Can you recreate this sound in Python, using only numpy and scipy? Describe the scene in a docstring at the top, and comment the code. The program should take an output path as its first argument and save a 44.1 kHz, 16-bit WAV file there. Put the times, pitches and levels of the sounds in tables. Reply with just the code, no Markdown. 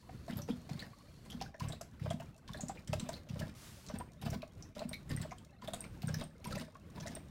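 """Dog lapping water

A dog laps water from a bowl set in a hollow plastic stand, in the corner of a small kitchen.
Each lap thumps the stand (short tone pulses into resonators), traps air pockets that plop (rising, dying
tones), and throws droplets that smack and fizz (shaped noise); now and then the collar tag clinks
(decaying high modes), and once the dog blows softly through its nose (a hiss of coloured noise)."""
import sys
import numpy as np
from scipy import signal
from scipy.fft import rfft, irfft, next_fast_len
from scipy.io import wavfile
from scipy.ndimage import uniform_filter1d

SR = 44100
rng = np.random.default_rng(int(sys.argv[2]) if len(sys.argv) > 2 else 0)


def waveform_to_disk(signal):
    """Save audio, clipped to [-1, 1], as 16-bit WAV at the path in sys.argv[1]."""
    frames = np.transpose(np.atleast_2d(signal))
    scaled = np.clip(frames, -1, 1) * 32767
    samples = np.round(scaled).astype(np.int16)
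    wavfile.write(sys.argv[1], SR, samples)


N = 321930  # length in samples

# Laps of the tongue: [entry t/s, length/s, churning level/dB, entry splash level/dB]
LAP_TIMES = [(0.279, 0.12, -57, -57), (0.477, 0.015, -52, -62), (0.692, 0.17, -61.5, -49),
             (1.251, 0.22, -66, -57.5), (1.597, .14, -58.5, -43.5), (1.995, 0.14, -58.5, -55),
             (2.477, 0.32, -67.5, -48), (2.874, 0.29, -60, -46), (3.288, 0.2, -60, -47.5),
             (3.864, 0.14, -63, -47.5), (4.214, 0.12, -55.5, -50), (4.75, 0.15, -60, -53.5),
             (5.092, 0.13, -54.5, -50), (5.616, 0.25, -61, -56), (6.019, 0.22, -58.5, -45),
             (6.443, 0.17, -55, -42.5), (6.945, 0.23, -61.5, -89)]
# Relative spectrum of flying droplets: [f/Hz, level/dB]
SPRAY_SPECTRUM = [(400, -46), (1500, -9), (4000, 5.5), (7000, 7.5), (10000, -2.5), (16000, -10.5)]
# Relative spectrum of stirred water: [f/Hz, level/dB]
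CHURN_SPECTRUM = [(250, 15.5), (600, -10.5), (1500, 0), (4000, -5), (9000, -19), (16000, -17)]
# Relative spectrum of air through the nose, also used for the early hiss: [f/Hz, level/dB]
NOSE_SPECTRUM = [(800, 7.5), (6000, 6.5), (10000, 3), (16000, -4)]
SOFT_S = .0011  # build-up time constant of a wet contact


def gain_of(db):
    """Level to amplitude: 20 dB is a factor of ten."""
    return 10 ** (np.asarray(db) / 20)


def evened(x):
    """Normalisation: scales a signal to an rms value of 1."""
    return x / np.sqrt(np.mean(x ** 2) + 1e-20)


def read(points, hz):
    """Interpolation of a spectrum along a log-frequency axis."""
    f, value = np.transpose(points)
    return np.interp(np.log(hz + 1), np.log(f + 1), value)


def add(mix, s, sound):
    """Superposition: adds a sound to the mix from s seconds on."""
    part = mix[round(s * SR):][:len(sound)]
    part += sound[:len(part)]


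def coloured(x, points):
    """Linear filtering: multiplies the Fourier transform by a spectrum."""
    size = next_fast_len(len(x))
    gain = gain_of(read(points, np.fft.rfftfreq(size, 1 / SR)))
    return irfft(rfft(x, size) * gain, size)[:len(x)]


def resonate(x, hz, width):
    """Resonance of gain 1 by heterodyning: shifts hz down to zero, smooths, and shifts back."""
    turn = np.exp(2j * np.pi * np.cumsum(hz * np.ones(len(x))) / SR)
    r = np.exp(-np.pi * width / SR)
    smooth = signal.lfilter([1 - r], [1, -r], x / turn)
    return 2 * (turn * smooth).real


def bubble(hz, t60, rise_s, glide):
    """Bubble oscillation: a dying tone whose pitch climbs as the pocket nears the surface; peak 1."""
    t = np.arange(int(t60 * SR) + 50) / SR
    tone = np.sin(2 * np.pi * hz * (t + glide * t ** 2 / (2 * t60)))
    tone *= gain_of(-60 * t / t60) * (1 - np.exp(-t / rise_s)) ** 2
    return tone / abs(tone).max()


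def ragged(hz, width, decay_s, noise):
    """Narrow-band noise burst: a cluster of bubbles close in size excited together; peak 1."""
    t = np.arange(len(noise)) / SR
    burst = noise * np.exp(-t / decay_s) * (1 - np.exp(-t / SOFT_S))
    ring = resonate(resonate(burst, hz, width), hz, width)
    return ring / abs(ring).max()


def grains(per_s, spread_db):
    """Random impulse train: independent clicks of random sign, a few of them large."""
    size = gain_of(spread_db * np.minimum(rng.exponential(1, N), 4))
    return size * rng.choice([-1., 1.], N) * (rng.random(N) < per_s / SR)


def patchy(points, depth_db):
    """Modulated noise: its level wanders in patches of time and pitch, as many cavities open and close."""
    frames, hz = N // 64 + 5, np.fft.rfftfreq(256, 1 / SR)
    a, b, patches = rng.standard_normal((frames, 129, 3)).T
    patches = uniform_filter1d(patches, size=4, axis=0)  # along frequency
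    patches = evened(uniform_filter1d(patches, size=12, axis=1))  # along time
    z = (a + 1j * b) * gain_of(read(points, hz)[:, None] + depth_db * patches)
    return evened(signal.istft(z, nperseg=256, noverlap=192)[1][:N])


def house_air():
    """Background noise: broadband air, strongest at low frequencies, with a slowly drifting level."""
    # Relative spectrum of the quiet house: [f/Hz, level/dB]
    air_spectrum = [(15, -86), (25, -7.5), (70, 6), (180, 2), (540, -17.5), (887, -28), (1070, -21),
                    (1790, -26.5), (9070, -40), (16000, -43)]
    drift = gain_of(3.7 * evened(uniform_filter1d(rng.standard_normal(N), size=6000)))
    return gain_of(-56) * drift * evened(coloured(rng.standard_normal(N), air_spectrum))


def early_hiss():
    """Resonance in noise: a faint hiss with a thin whistle in it, dying away after the first second."""
    fade = np.clip((1.5 - np.arange(N) / SR) / 0.17, 0, 1)
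    hiss = patchy(NOSE_SPECTRUM, depth_db=1.5)
    whistle = gain_of(9.0) * resonate(hiss, 4350, 310)
    return gain_of(-73.5) * fade * (hiss + whistle)


def droplets():
    """Random impacts: stray drops from the muzzle tick faintly on the water, many each second."""
    decay = np.exp(-np.arange(600) / (0.0028 * SR))
    tick = decay * coloured(rng.standard_normal(600), SPRAY_SPECTRUM)
    return gain_of(-68) * signal.oaconvolve(grains(per_s=16, spread_db=3.0), tick)[:N]


def stirring():
    """Forced agitation: rises fast as the tongue enters, settles in two exponentials, flutters at random."""
    t, stir = np.arange(N) / SR, np.zeros(N)
    for s, length, db, _ in LAP_TIMES:
        after = np.maximum(t - s - length, 0)
        settle = np.exp(-after / .02) + gain_of(-15) * np.exp(-after / .15)
        stir += gain_of(db) * np.clip((t - s) / .008, 0, 1) * settle
    return stir * gain_of(4.55 * evened(uniform_filter1d(rng.standard_normal(N), size=700)))


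def gurgles(stir):
    """Bubble population: random beads of air each ring at one of twenty pitches, the higher ones weaker."""
    beads = gain_of(-7.5) * stir * evened(grains(per_s=1200, spread_db=3.0))
    beads += gain_of(-75) * evened(grains(per_s=220, spread_db=3.0))  # a faint dribble, between laps too
    which, small = rng.integers(0, 20, N), np.zeros(N)
    for k, hz in enumerate(np.geomspace(500, 4000, num=20)):
        ring = evened(bubble(hz, .018 + 28 / hz, rise_s=.002, glide=.15))
        small += (600 / hz) ** .55 * signal.oaconvolve(beads * (which == k), ring)[:N] / 20
    return small


def churn():
    """Turbulence: stirred water makes a patchy wash, a low slosh, dense gurgles and flecks of spray."""
    stir = stirring()
    rocking = resonate(resonate(rng.standard_normal(N), 190, 147), 190, 147)
    slosh = gain_of(-0.5) * evened(rocking)  # the water rocks the stand
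    fleck = np.exp(-np.arange(300) / 90) * coloured(rng.standard_normal(300), SPRAY_SPECTRUM)
    fleck = fleck / np.linalg.norm(fleck)
    landings = gain_of(-10.5) * stir * evened(grains(per_s=450, spread_db=4.5))
    wash = stir * (patchy(CHURN_SPECTRUM, depth_db=4.5) + slosh)
    return wash + gurgles(stir) + signal.oaconvolve(landings, fleck)[:N]


def plops():
    """Bubble resonance: each pocket swells with a rough burst around its own pitch, splits, rings the bowl air."""
    # Air pockets under the tongue: [t/s, main bubble level/dB, f/Hz]
    pockets = [(0.091, -46.5, 714), (0.28, -42, 654), (0.486, -37, 447), (0.691, -46, 702),
               (0.931, -55, 1083), (1.006, -59, 1080), (1.412, -35.5, 731), (1.544, -48.5, 614),
               (1.605, -40.5, 990), (1.7, -46, 630), (1.73, -45.5, 605), (1.809, -42, 642),
               (2.059, -37.5, 594), (2.107, -34, 646), (2.199, -43.5, 643), (2.217, -48.5, 862),
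               (2.49, -46, 1050), (2.547, -45, 590), (2.594, -46.5, 706), (2.633, -47.5, 577),
               (2.695, -36.5, 745), (2.931, -30, 590), (3.089, -36.5, 636), (3.097, -45, 918),
               (3.268, -55, 590), (3.357, -47, 550), (3.408, -42, 595), (3.432, -45.5, 610),
               (3.896, -49, 1083), (3.899, -43, 590), (3.998, -45, 713), (4.007, -41.5, 943),
               (4.221, -45, 733), (4.274, -43, 660), (4.328, -41.5, 647), (4.428, -39, 614),
               (4.764, -43.5, 568), (4.804, -45, 594), (4.816, -35.5, 625), (4.912, -46.5, 600),
               (5.249, -42.5, 592), (5.316, -43, 699), (5.321, -46, 1000), (5.621, -47.5, 973),
               (5.68, -37, 605), (5.734, -38, 663), (6.032, -46, 700), (6.09, -44, 550), (6.228, -50, 660),
               (6.455, -43, 946), (6.525, -46, 505), (6.568, -42.5, 600), (6.679, -52.5, 597),
               (6.752, -48, 1070), (6.974, -51, 910), (7.003, -50.5, 613), (7.056, -43.5, 635),
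               (7.072, -51, 650), (7.166, -46, 616)]
    # Resonances of the air over the water: [f/Hz, width/Hz, level/dB]
    bowl_modes = [(612, 60, -11), (970, 80, -15)]
    out = np.zeros(N)
    for (s, db, hz), noise in zip(pockets, rng.standard_normal((len(pockets), 3000))):
        add(out, s, gain_of(db) * bubble(hz, .042, rise_s=.0025, glide=.2))
        split_hz = hz * (1.08 + 0.15 * noise[0].clip(-2, 2))
        add(out, s + 0.00828, gain_of(db - 17.0) * bubble(split_hz, 0.015, rise_s=0.0044, glide=0.64))
        add(out, s, gain_of(db - 2.0) * ragged(hz, 1350, 0.0087, noise))
    return out + sum(gain_of(db) * resonate(out, hz, w) for hz, w, db in bowl_modes)


def thumps():
    """Forced and free vibration: brief pushes that sag in pitch leave the hollow stand ringing."""
    # Runs of even low pushes as the tongue drags through the bowl:
    # [first t/s, last t/s, first level/dB, last level/dB, f/Hz]
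    shudders = [(0.302, .335, -35.5, -37.5, 203), (0.367, .433, -34, -40.5, 138),
                (0.716, .715, -32.5, -21, 165), (1.623, 1.707, -31.5, -34, 134),
                (2.021, 2.11, -31.5, -32.5, 132), (2.506, 2.508, -38.5, -38.5, 153),
                (2.899, 2.984, -30.5, -35, 135), (3.309, 3.433, -34, -34.5, 146),
                (4.241, 4.325, -34.5, -31, 129), (5.124, 5.209, -30, -32, 143),
                (6.046, 6.17, -29, -33, 150), (6.477, 6.571, -39, -35.5, 160),
                (6.991, 7.022, -40, -39.5, 145)]
    # Single thumps of the throat as a mouthful goes down: [peak t/s, level/dB, f/Hz]
    gulps = [(.506, -30.5, 244), (.535, -36, 183), (.758, -35, 168), (1.352, -38, 215), (2.145, -34.5, 200),
             (2.638, -34.5, 198), (3.031, -34.5, 192), (3.942, -34.5, 211), (4.364, -34.5, 207),
             (4.858, -34.5, 212), (6.614, -46, 187)]
    # Resonances of the stand: [f/Hz, width/Hz, level/dB]
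    stand_modes = [(92, 3.1, -6), (131.6, 4.7, -13.5), (156.2, 4, 1.5), (244, 7.3, 8)]
    push_gap_s, dip = .029, 0.17  # dip: share by which the pitch sinks late in a run
    pushes = list(gulps)
    for first, last, first_db, last_db, hz in shudders:
        for u in np.linspace(0, 1, num=1 + round((last - first) / push_gap_s)):
            sunk = 1 - dip * np.sin(np.pi * u ** 3.9)
            pushes.append((first + u * (last - first), first_db + u * (last_db - first_db), hz * sunk))
    out, t = np.zeros(N), np.arange(-700, 1500) / SR
    swell = np.exp(-(t / np.where(t < 0, .0045, .007)) ** 2)  # rises faster than it falls
    for (s, db, hz), turn in zip(pushes, rng.random(len(pushes))):
        tone = np.cos(2 * np.pi * (hz * t * (1 - 15 * t) + turn))
        add(out, s + t[0], gain_of(db) * swell * tone)
    return out + sum(gain_of(db) * resonate(out, hz, w) for hz, w, db in stand_modes)


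def smacks():
    """Impact on liquid: a pitched pop, a bright crack of spray of varying colour, and a duller wet tail."""
    # Smacks of tongue and droplets during and after the laps: [t/s, pop level/dB, pop f/Hz, spray level/dB]
    contacts = [(.324, -46.5, 3040, -74), (.3704, -41.5, 12400, -55), (.4176, -44.5, 5660, -55),
                (.5082, -43, 3380, -71), (.7921, -39, 4200, -44.5), (.822, -41.5, 1800, -72),
                (1.3003, -46, 3200, -48), (1.318, -45, 3230, -52), (1.404, -48, 2800, -67),
                (1.4125, -51, 5000, -38.5), (1.4607, -50, 1560, -70), (1.5429, -48.5, 1700, -63.5),
                (1.6843, -39.5, 8000, -49), (1.7215, -39.5, 3840, -49), (1.8114, -47.5, 7500, -44.5),
                (2.1028, -38.5, 3250, -42.5), (2.1986, -48, 2650, -50.5), (2.378, -69, 5500, -59.5),
                (2.5324, -48, 3500, -50), (2.5431, -42.5, 1680, -55.5), (2.5716, -48, 4000, -53),
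                (2.607, -35, 6730, -42.5), (2.6834, -40, 7280, -45.5), (2.772, -47.5, 2350, -67),
                (2.9298, -40, 2710, -37.5), (2.996, -44, 5950, -39), (3.0884, -47, 8340, -42.5),
                (3.139, -39.5, 4140, -59), (3.3911, -48.5, 2820, -41), (3.418, -39.5, 1660, -71),
                (3.8853, -44.5, 5660, -49), (4.3007, -55, 7160, -43.5), (4.4194, -48.5, 2490, -48.5),
                (4.6239, -43.5, 5700, -77), (4.7919, -43.5, 4120, -47.5), (4.9303, -38, 3900, -44),
                (4.932, -37, 2150, -72), (5.106, -42.5, 1820, -67), (5.172, -44.5, 1960, -52),
                (5.2142, -45, 4200, -41.5), (5.3088, -47.5, 2200, -48.5), (5.382, -55, 3100, -56),
                (5.6749, -39.5, 3470, -46), (5.7341, -38, 3500, -36.5), (5.84, -46, 2240, -60),
                (6.0815, -40, 1470, -45), (6.1418, -41.5, 1687, -37), (6.5227, -41.5, 1330, -43),
                (6.5785, -43.5, 1890, -47), (7.0, -51, 3330, -45), (7.0703, -41.5, 1930, -40.5)]
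    out, t = np.zeros(N), np.arange(3000) / SR
    # each entry of the tongue pops around 2310 Hz, 5 dB under its splash
    pitches = 2310 * np.exp(0.322 * rng.standard_normal(len(LAP_TIMES)))
    rows = list(contacts) + [(s, db - 5, hz, db) for (s, _, _, db), hz in zip(LAP_TIMES, pitches)]
    chance = rng.standard_normal((len(rows), 4, len(t)))
    bands = np.geomspace(1000, 16000, num=9)
    for (s, db, hz, spray_db), (pop, noise, wet, lumps) in zip(rows, chance):
        add(out, s, gain_of(db) * ragged(hz, 0.21 * hz, 0.0015, pop))
        # the same pitch rings on longer, rising
        add(out, s, gain_of(db - 4) * ragged(hz * (1 + 1.5 * t), .13 * hz, .012, pop[::-1]))
        colour = np.transpose([bands, read(SPRAY_SPECTRUM, bands) + 7 * lumps[:len(bands)]])
        crackle = gain_of(1.9 * evened(uniform_filter1d(lumps, size=60)))
        late = rng.uniform(.003, .012)  # delay in s of a weaker second contact
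        strikes = np.exp(-t / 0.0032) + 0.37 * np.exp(-((t - late) / 0.0032) ** 2)
        crack = strikes * evened(coloured(noise, colour))
        tail = gain_of(-8) * np.exp(-t / .02) * evened(coloured(wet, CHURN_SPECTRUM))
        add(out, s, gain_of(spray_db) * crackle * (crack + tail) * (1 - np.exp(-t / SOFT_S)))
    return out


def snort():
    """Flow noise: a soft hiss of air through the nose, with an envelope linear in dB."""
    # Envelope of the breath: [t/s, level/dB]
    breath = [(3.55, -62), (3.651, -56), (3.748, -61), (3.87, -63)]
    s, db = np.transpose(breath)
    level = gain_of(np.interp(np.arange(N) / SR, s, db, -120, -120))
    return level * evened(coloured(rng.standard_normal(N), NOSE_SPECTRUM))


def collar():
    """Modal vibration: the struck tag rings in a few high modes, wobbling throughout, with a fast first drop."""
    # Strikes of the tag: [t/s, level/dB]
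    clinks = [(3.9867, -49), (4.892, -48), (5.1644, -46.5), (5.8064, -43), (6.0723, -50), (6.239, -53),
              (6.4705, -53.5), (7.1516, -48)]
    # Modes of the metal tag: [f/Hz, mean level/dB, t60/s]
    tag_modes = [(5750, -8, .03), (8584, 6, 0.089), (9400, -6, .05), (12700, -9, .06), (15000, -9, .03)]
    t, out = np.arange(9000) / SR, np.zeros(N)
    quick = .09 + np.exp(-t / .005)
    varies = np.arange(len(tag_modes)) != 1  # the second mode keeps its level from strike to strike
    for (s, db), spot in zip(clinks, rng.standard_normal((len(clinks), len(tag_modes)))):
        ring = np.zeros(len(t))
        for (hz, mode_db, t60), u in zip(tag_modes, spot * varies):
            ring += gain_of(mode_db + 4 * u - 60 * t / t60) * np.sin(2 * np.pi * hz * t)
        wobble = 1 + .6 * np.cos(2 * np.pi * 60 * np.exp(.4 * spot[1]) * t)
        add(out, s, gain_of(db) * ring * quick * wobble * (1 - np.exp(-t / 0.00014)))
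    return out


def kitchen(x):
    """Reverberation: convolution with sparse taps of random sign, each band dying at its own speed."""
    # Decay of the room: [f/Hz, t60/s]
    room_decay = [(200, 0.39), (1000, 0.12), (4000, 0.23)]
    taps = np.zeros(SR // 2)
    at = np.arange(150, len(taps) - 20, 20)
    taps[at + rng.integers(0, 20, len(at))] = rng.choice([-1., 1.], len(at))
    hz, t, z = signal.stft(taps, SR, nperseg=256)
    decay = gain_of(-60 * t / read(room_decay, hz)[:, None])
    tail = signal.istft(z * decay, SR, nperseg=256)[1]
    return signal.fftconvolve(x, tail / np.linalg.norm(tail))[:N]


def scene():
    """Superposition of the dog in the corner, the room's answer, and the quiet, uneven air of the house."""
    air = house_air() + early_hiss()
    near = droplets() + churn() + plops() + smacks() + collar()
    low = thumps()
    room = kitchen(gain_of(-8.5) * near + gain_of(-16.5) * low)
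    return (near + low + room + snort() + air)[None]


def record(dry):
    """Band limitation: a linear-phase low-pass filter with its edge at 15.9 kHz."""
    lowpass = signal.firwin(511, 15900, window=("kaiser", 9), fs=SR)
    return signal.oaconvolve(dry, lowpass[None], "same")


dry = scene()
out = record(dry)
waveform_to_disk(out)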